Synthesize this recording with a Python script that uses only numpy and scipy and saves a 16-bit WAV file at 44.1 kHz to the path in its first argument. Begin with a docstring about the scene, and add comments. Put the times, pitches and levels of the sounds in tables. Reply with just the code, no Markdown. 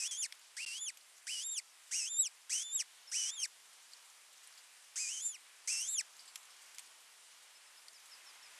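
"""Eight arched begging calls from an osprey, close by on its stick nest.
Each opens as a rasp of rattling syrinx membranes and breaks into a clean whistle, which sometimes
trills as the two sides of the syrinx beat. Beak and talons tap, twigs tick, a small bird sings
far off, and a light breeze hisses in the trees."""
import sys
import numpy as np
from scipy import signal
from scipy.fft import rfft, irfft
from scipy.io import wavfile
from scipy.ndimage import uniform_filter1d, map_coordinates

SR = 44100
rng = np.random.default_rng(int(sys.argv[2]) if len(sys.argv) > 2 else 0)


def inscribe(sig):
    """Save sig as 16-bit PCM at rate SR to the path in sys.argv[1].

    A 1-D sig is mono; a 2-D sig holds one channel per row.
    Samples are clipped to [-1, 1] before scaling.
    """
    pcm = np.round(np.clip(np.atleast_2d(sig).T, -1, 1) * 32767)
    wavfile.write(sys.argv[1], SR, pcm.astype(np.int16))


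N = 378819
TIME = np.arange(N) / SR

# syrinx rattles: (start [s], end [s], level [dB], change by the end [dB], swell [s],
# initial slap rate [1/s], throat resonance [Hz], tilt above it [dB/octave])
RATTLES = [(0, 0.08, -42, 3.5, 0.00071, 580, 5800, 0), (0.11, 0.175, -38.5, -13.5, .004, 600, 6050, 1),
           (0.224, 0.264, -43, -4, 0.0011, 940, 6060, 4), (0.566, .791, -42.5, -6, 0.073, 650, 4550, -0.5),
           (1.269, 1.44, -42, -4, 0.029, 640, 4850, 1), (1.565, 1.603, -48, 0, .001, 890, 5800, 8),
           (1.914, 2.092, -36.5, -10, .012, 850, 6330, -4), (2.245, 2.264, -57, -2, 0.0011, 500, 6200, 1),
           (2.499, 2.635, -36.5, -5, .015, 710, 6150, -3), (2.791, 2.822, -39, 2, 0.0051, 940, 6000, -1),
           (3.115, 3.307, -39, 0, .014, 770, 5840, -4), (3.398, 3.456, -44.5, -15, 0.00089, 680, 5470, 4),
           (4.957, 5.215, -40.5, -5.5, 0.0054, 560, 6520, -4),
           (5.674, 5.891, -37, -10, 0.0014, 690, 6170, -0.5)]
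# beak and talons on sticks and fish: (time [s], level [dB], t60 [s], centre [Hz], knock re crack [dB])
NEST_TAPS = [(.324, -38.5, 0.013, 5200, 0), (.972, -46, 0.022, 7300, -9), (3.934, -48, 0.031, 4600, -26),
             (4.473, -48.5, 0.023, 9300, -18), (4.574, -55.5, 0.14, 4640, -8),
             (6.167, -50, 0.013, 7400, -12), (6.192, -52.5, 0.15, 4920, -28), (6.277, -51, 0.11, 4670, -15),
             (6.357, -32.5, 0.02, 6740, -6), (6.745, -52.5, 0.045, 7500, -6),
             (6.784, -32.5, 0.0075, 6600, -5.5), (6.792, -42.5, 0.034, 8350, -8),
             (7.883, -43, 0.019, 4660, -18)]


def undb(db):
    """Decibels to gain."""
    return 10 ** (np.asarray(db) / 20)


def unit(x):
    """Scale to rms 1."""
    return x / np.sqrt(np.mean(x ** 2) + 1e-20)


def spectrum_db(points, hz):
    """Interpolate (frequency [Hz], level [dB]) points on a log-frequency axis."""
    point_hz, db = np.transpose(points)
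    return np.interp(np.log(np.maximum(hz, 1)), np.log(point_hz), db)


def resonate(x, hz, width_hz):
    """Two-pole resonance, gain 1 at its centre."""
    return signal.lfilter(*signal.iirpeak(min(hz, .45 * SR), hz / width_hz, fs=SR), x)


def band(x, lo_hz, hi_hz):
    """Butterworth band-pass."""
    return signal.sosfilt(signal.butter(2, [lo_hz, hi_hz], "band", fs=SR, output="sos"), x)


def walk(rate_hz, size):
    """Smooth random wander, spread near 1."""
    knots = rng.standard_normal(int(size * rate_hz / SR) + 4)
    return map_coordinates(knots, [1 + np.arange(size) * rate_hz / SR], order=3, mode="nearest")


def span(start_s, end_s):
    """Sample slice between two times."""
    first = int(np.clip(start_s * SR, 0, N - 200))
    return slice(first, int(np.clip(end_s * SR, first + 100, N)))


def arch(first, middle, last, size):
    """Parabola through three values."""
    return np.polyval(np.polyfit([0, .5, 1], [first, middle, last], 2), np.linspace(0, 1, size))


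def gate(size, edge_s):
    """Window with rounded edges."""
    return signal.windows.tukey(size, min(1, 2 * edge_s * SR / size))


def add(track, start_s, x):
    """Mix x into track."""
    first = int(np.clip(start_s * SR, 0, N - 1))
    track[first:first + len(x)] += x[:N - first]


def branch_echo(x, wet_db, t60_s):
    """Sticks and branches add a dense, fading echo."""
    t = TIME[:SR // 3]
    echo = rng.standard_normal(len(t)) * undb(-60 * t / t60_s) * (t > .001)
    return x + undb(wet_db) * signal.fftconvolve(x, echo / np.linalg.norm(echo))[:N]


def breeze(leaves_db=10, hiss_db=-58, hiss_gust_share=.31, flicker_db=.9):
    """Leaves swell with the gusts under a steadier hiss; each band flickers."""
    # leaf noise: (frequency [Hz], relative density [dB])
    leaf_spectrum = [(18, -68), (30, -39.5), (284, -18), (323, -16), (499, -10.5), (732, -6), (1020, -2.5),
                     (1620, -2.5), (2440, -1.5), (2770, -2), (2990, -3), (4860, -7), (7310, -8.5),
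                     (9930, -10.5), (13500, -23)]
    # breeze strength: (time [s], relative level [dB])
    gusts = [(0.0, -72.5), (0.16, -75.5), (2.13, -77.5), (3.23, -74), (5.24, -75), (6.48, -72.5),
             (7.68, -74.5), (8.59, -68.5)]
    gust_db = np.interp(TIME, *np.transpose(gusts))
    treble_db = hiss_db + hiss_gust_share * (gust_db - gust_db.mean())
    hz = np.arange(N // 2 + 1) * SR / N
    rustle = irfft(rfft(rng.standard_normal(N)) * undb(spectrum_db(leaf_spectrum, hz)), N)
    bins = rfft(unit(rustle))
    edges_hz = [0, 350, 700, 1400, 2800, 4500, 7000, 10000, SR]
    out = np.zeros(N)
    for lo_hz, hi_hz in zip(edges_hz, edges_hz[1:]):
        hiss_mix = min(1, lo_hz / 6000)
        db = (1 - hiss_mix) * (gust_db + leaves_db) + hiss_mix * treble_db + flicker_db * walk(9, N)
        out += undb(db) * irfft(bins * (hz >= lo_hz) * (hz < hi_hz), N)
    return out


def songbird(middle_hz=5200):
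    """Short hooks and falling whistles, fluttering on their way through the trees."""
    # distant song: (time [s], length [s], start [Hz], end [Hz], level [dB])
    notes = [(3.068, 0.044, 5700, 5070, -56), (7.547, 0.03, 5100, 5300, -64),
             (7.66, 0.025, 5100, 4840, -63), (7.762, .031, 5150, 4700, -61),
             (7.934, 0.048, 5580, 4500, -62), (8.104, 0.047, 5580, 4600, -60),
             (8.253, 0.066, 5620, 4580, -62), (8.42, .054, 5550, 4820, -63.5)]
    out = np.zeros(N)
    for start_s, length_s, start_hz, end_hz, db in notes:
        size = int(length_s * SR)
        hz = arch(start_hz, middle_hz, end_hz, size) * (1 + .0032 * walk(450, size))
        tone = np.sqrt(2) * np.sin(2 * np.pi * np.cumsum(hz) / SR)
        flutter = 1 + .32 * walk(200, size)
        add(out, start_s, undb(db) * gate(size, .011) * flutter * tone)
    return out


def click(time_s=5.676, db=-52, corner_hz=500):
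    """Small dull click as the last call starts."""
    out = np.zeros(N)
    add(out, time_s, undb(db) * np.exp(-2 * np.pi * corner_hz * TIME[:SR // 50]))
    return out


def tap(t60_s, hz, knock_db, upper_mode_db=-6):
    """Dry crack in two stick modes over a wooden knock; long ones start softly, as scrapes."""
    t = TIME[:SR // 6]
    noise = rng.standard_normal(len(t))
    lower, upper = (resonate(noise, ratio * hz, .13 * hz) for ratio in (1, 1.6))
    crack = unit(band(lower + undb(upper_mode_db) * upper, 3700, 12000))
    knock = unit(band(.48 * resonate(noise, 2480, 700) + resonate(noise, 3250, 500), 1100, 4000))
    attack_s = .0001 + .06 * t60_s ** 2
    return (crack + undb(knock_db) * knock) * undb(-60 * t / t60_s) * (1 - np.exp(-t / attack_s))


def settling_twigs(faintest_db=-63, spread_db=6.9, mean_delay_s=.09, ticks_per_tap=4):
    """Each tap unsettles a few twigs, which tick just after it."""
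    out = np.zeros(N)
    for tap_s, *_ in NEST_TAPS:
        for wait, force, pitch in rng.random((ticks_per_tap, 3)):
            delay_s = -mean_delay_s * np.log(1 - wait)
            tick = tap(t60_s=.026, hz=4500 + 4000 * pitch, knock_db=-12)
            add(out, tap_s + delay_s, undb(faintest_db + spread_db * force) * tick)
    return out


def nest(faintest_db=-66, spread_db=7, tick_count=200):
    """Beak and talon taps, plus faint ticks of dry twigs shifting under the bird."""
    out = np.zeros(N)
    for tap_s, db, t60_s, hz, knock_db in NEST_TAPS:
        add(out, tap_s, undb(db) * tap(t60_s, hz, knock_db))
    for when, force, length, pitch in rng.random((tick_count, 4)):
        tick = tap(t60_s=.024 + .12 * length, hz=4500 + 5000 * pitch, knock_db=-18)
        add(out, when * N / SR, undb(faintest_db + spread_db * force ** 2) * tick)
    return out


def trill(sharpness=.54, lower_sideband=.22):
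    """Complex gain as the two sides of the syrinx beat: sharp dips, sidebands mostly above the tone."""
    # beating: (start [s], end [s], first rate [Hz], middle rate [Hz], last rate [Hz], depth [0-1])
    trills = [(1.517, 1.55, 440, 400, 390, 0.13), (2.117, 2.152, 300, 380, 300, 0.07),
              (3.377, 3.387, 122, 120, 220, 0.5), (5.219, 5.297, 401, 840, 700, 0.29),
              (5.886, 5.947, 250, 440, 86, .45)]
    gain = np.ones(N, complex)
    for start_s, end_s, *rates_hz, depth in trills:
        part = span(start_s, end_s)
        size = part.stop - part.start
        beat_hz = arch(*rates_hz, size) * (1 + .013 * walk(320, size))
        phasor = np.exp(2j * np.pi * np.cumsum(beat_hz) / SR)
        sidebands = phasor / (1 - sharpness * phasor)
        gain[part] -= depth * gate(size, .0024) * (sidebands + lower_sideband * np.conj(sidebands))
    return gain


def rattle_roughness(build_s=.006):
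    """How hard the rattling syrinx shakes the whistle, 0-1."""
    rough = np.zeros(N)
    for start_s, end_s, *_ in RATTLES:
        part = span(start_s, end_s)
        rough[part] = 1 - np.exp(-np.abs(TIME[part] - start_s) / build_s)
    return uniform_filter1d(rough, size=64)


def rasp(size, rate_hz, throat_hz, tilt_db_per_octave, slowing=.25, jitter=.2, uneven_db=1.6, air_db=-12):
    """Uneven, slowing membrane slaps and a little rushing air ring the throat."""
    # one slap: (frequency [Hz], relative level [dB])
    slap_spectrum = [(100, -75), (1200, -25), (2100, -10.5), (2800, -11), (3500, -18), (4300, -16),
                     (5200, -6), (6000, -5), (6900, -6.5), (7800, 0), (9000, -2), (10200, -8),
                     (11500, -16.5), (13500, -28)]
    timing, force = rng.standard_normal((600, 2)).T
    progress = np.minimum(np.arange(len(timing)) * SR / (rate_hz * size), 1)
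    gaps = SR / (rate_hz * (1 - slowing * progress)) * np.exp(jitter * timing)
    onsets = np.cumsum(gaps).astype(int)
    inside = onsets < size
    slaps = np.bincount(onsets[inside], undb(uneven_db * force[inside]), size)
    drive = unit(slaps) + undb(air_db) * rng.standard_normal(size)
    hz = np.arange(size // 2 + 1) * SR / size
    # a wider beak lets out more above the throat resonance
    beak_db = tilt_db_per_octave * np.log2(np.maximum(hz / throat_hz, 1))
    coloured = irfft(rfft(drive) * undb(spectrum_db(slap_spectrum, hz) + beak_db), size)
    return unit(coloured + 4 * resonate(coloured, throat_hz, width_hz=700))


def call_contour(t, call, onset_overtone_db=-43):
    """Pitch and source levels of a call: an upswoop, crests of effort, then a drop."""
    # pushes of effort: (time [s], pitch [Hz], sag before the next crest, negative bulges [Hz],
    # fundamental [dB], overtones [dB])
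    crests = [(-0.011, 2692, 491, -39, -43), (0.089, 3465, 379, -35.5, -58.5),
              (0.206, 3587, 0.0, -38.5, -41), (0.638, 2795, 349.5, -33, -69),
              (0.831, 3539, 0.0, -38.5, -45), (1.329, 3013, 423, -33, -58), (1.472, 3765, 118, -40, -45),
              (1.519, 3770, 0.0, -38, -48), (1.975, 2880, 641.5, -36.5, -46),
              (2.116, 3626, 148, -38, -46.5), (2.213, 3900, 0.0, -32.5, -38.5),
              (2.564, 2988, -150.0, -36, -42.5), (2.693, 3540, 86.5, -37, -55),
              (2.757, 3825, 0.0, -37, -42.5), (3.187, 3003, 307.5, -35.5, -44.5),
              (3.35, 3673, 110.0, -37.5, -57.5), (3.41, 3185, 0.0, -36.5, -42.5),
              (5.014, 2520, 330.0, -38, -44), (5.148, 3108, 259.5, -38.5, -51.5),
              (5.238, 3568, -120.0, -43, -43.5), (5.298, 3504, -5, -50, -43),
              (5.727, 2705, 299.5, -33.5, -45), (5.915, 3720, 0.0, -43, -45)]
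    start_s, end_s, start_hz, end_hz, drop_exponent, end_db, end_overtone_db = call
    own_crests = [crest for crest in crests if start_s < crest[0] < end_s]
    crest_s, crest_hz, sag_hz, crest_db, crest_overtone_db = np.transpose(own_crests)
    indices = np.arange(len(crest_s))
    progress, index = np.modf(np.interp(t, crest_s, indices))
    ride_hz = np.interp(index + np.sin(np.pi * progress / 2) ** 2, indices, crest_hz)
    ride_hz -= sag_hz[index.astype(int)] * np.sin(np.pi * progress) ** 2
    swoop_hz = (start_hz - crest_hz[0]) * np.interp(t, [start_s, crest_s[0]], [1, 0]) ** 2
    drop_hz = (end_hz - crest_hz[-1]) * np.interp(t, [crest_s[-1], end_s], [0, 1]) ** drop_exponent
    fundamental_db = np.interp(t, [*crest_s, end_s], [*crest_db, end_db])
    overtone_db = np.interp(t, [start_s, *crest_s, end_s],
                            [onset_overtone_db, *crest_overtone_db, end_overtone_db])
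    return ride_hz + swoop_hz + drop_hz, fundamental_db, overtone_db


def whistle(call, rough, beating, rolloff_db_per_octave=-11.5, rattle_db=-1.5, release_s=.0046):
    """Harmonic glide through the throat resonances, shaken while the syrinx rattles."""
    # throat and beak response: (frequency [Hz], gain [dB])
    throat = [(1400, -24.5), (1900, -17.5), (2850, -11), (3650, -15), (4300, -12), (5350, 2.5), (5900, 4.5),
              (6350, -1), (6850, -0.5), (7150, 2.5), (7750, 10.5), (8600, 6.5), (9500, -3.5), (11300, -1),
              (12100, -14), (13500, -20)]
    part = span(call[0], call[1])
    size, rough, beating = part.stop - part.start, rough[part], beating[part]
    hz, fundamental_db, overtone_db = call_contour(TIME[part], call)
    jitter = .0012 * walk(300, size) + .022 * rough * walk(1800, size)
    phase = 2 * np.pi * np.cumsum(hz * (1 + jitter)) / SR
    skew = .26 * rough * walk(1500, size)  # deformed cycles smear the overtones
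    flutter = (.13 + .21 * rough) * walk(1200, size)
    release = 1 - np.exp(-((call[1] - TIME[part]) / release_s) ** 2)  # overtones die first
    out = np.zeros(size)
    for k in range(1, 8):
        if k == 1:  # the fundamental is steadier
            gain = undb(fundamental_db + .6 * walk(60, size)) * (1 + .66 * flutter)
        else:
            db = overtone_db + rolloff_db_per_octave * np.log2(k / 2) + rattle_db * rough
            gain = release * undb(db + 1.55 * walk(71.3, size)) * (1 + flutter)
        phasor = np.exp(1j * (k * phase + (k - 1) * skew))
        tone = np.sqrt(2) * np.imag(phasor * (beating if k < 3 else np.sqrt(beating)))
        top_fade = np.clip((SR / 3 - k * hz) / 1000, 0, 1)
        out += gain * undb(spectrum_db(throat, k * hz)) * top_fade * tone
    return out * gate(size, .0012)


def osprey(rasp_onset_db=-7, rasp_release_s=.0028, air_release_s=.013):
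    """Whistles plus rasps; a rasp starts abruptly, swells, and dies as the call runs out of air."""
    # begging calls: (start [s], end [s], start pitch [Hz], end pitch [Hz], drop exponent [1 = straight],
    # final fundamental [dB], final overtones [dB])
    calls = [(-0.1, 0.268, 1300.0, 1675, 1.34, -34, -41.5), (0.568, 0.908, 1550.0, 1730, 2.66, -36, -44.5),
             (1.268, 1.603, 1370.0, 1996, 1.93, -37, -41), (1.91, 2.283, 1320.0, 2180, 1.46, -40.5, -45),
             (2.495, 2.829, 1500.0, 1583, 1.83, -33.5, -42.5), (3.117, 3.463, 1300.0, 1605, 1.8, -31, -37),
             (4.957, 5.37, 1160.0, 1900, 2.5, -42.5, -63.5), (5.677, 6.018, 2010.0, 1534, 2.77, -31, -38)]
    whistles, rasps, airflow = np.zeros(N), np.zeros(N), np.ones(N)
    beating, rough = trill(), rattle_roughness()
    for call in calls:
        start_s, end_s = call[:2]
        add(whistles, start_s, whistle(call, rough, beating))
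        ending = span(end_s - .1, end_s + .1)
        airflow[ending] = 1 - np.exp(-(np.maximum(end_s - TIME[ending], 0) / air_release_s) ** 2)
    for start_s, end_s, db, change_db, swell_s, rate_hz, throat_hz, tilt_db_per_octave in RATTLES:
        part = span(start_s, end_s + .0011)
        size = part.stop - part.start
        t = TIME[:size]
        level_db = db + rasp_onset_db * np.exp(-t / swell_s) + np.linspace(0, change_db, size)
        release = 1 - np.exp(-t[::-1] / rasp_release_s)
        envelope = undb(level_db) * release * gate(size, .0006)
        rasps[part] += envelope * rasp(size, rate_hz, throat_hz, tilt_db_per_octave)
    return whistles + airflow * rasps


def scene():
    """Nest near and dry, songbird far off among trees; both channels alike."""
    near = branch_echo(osprey() + nest() + settling_twigs(), wet_db=-13.5, t60_s=.039)
    far = branch_echo(songbird(), wet_db=-7, t60_s=.15)
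    mono = near + far + breeze() + click()
    return np.array([mono, mono])


def record(dry):
    """The sound cuts out for an instant in the second call; steep low-pass."""
    gap_start_s, gap_end_s, cutoff_hz = .6505, .662, 13750
    gain = 1 - .98 * ((TIME > gap_start_s) & (TIME < gap_end_s))
    return signal.sosfilt(signal.ellip(10, .2, 70, cutoff_hz, fs=SR, output="sos"), dry * gain)


dry = scene()
out = record(dry)
inscribe(out)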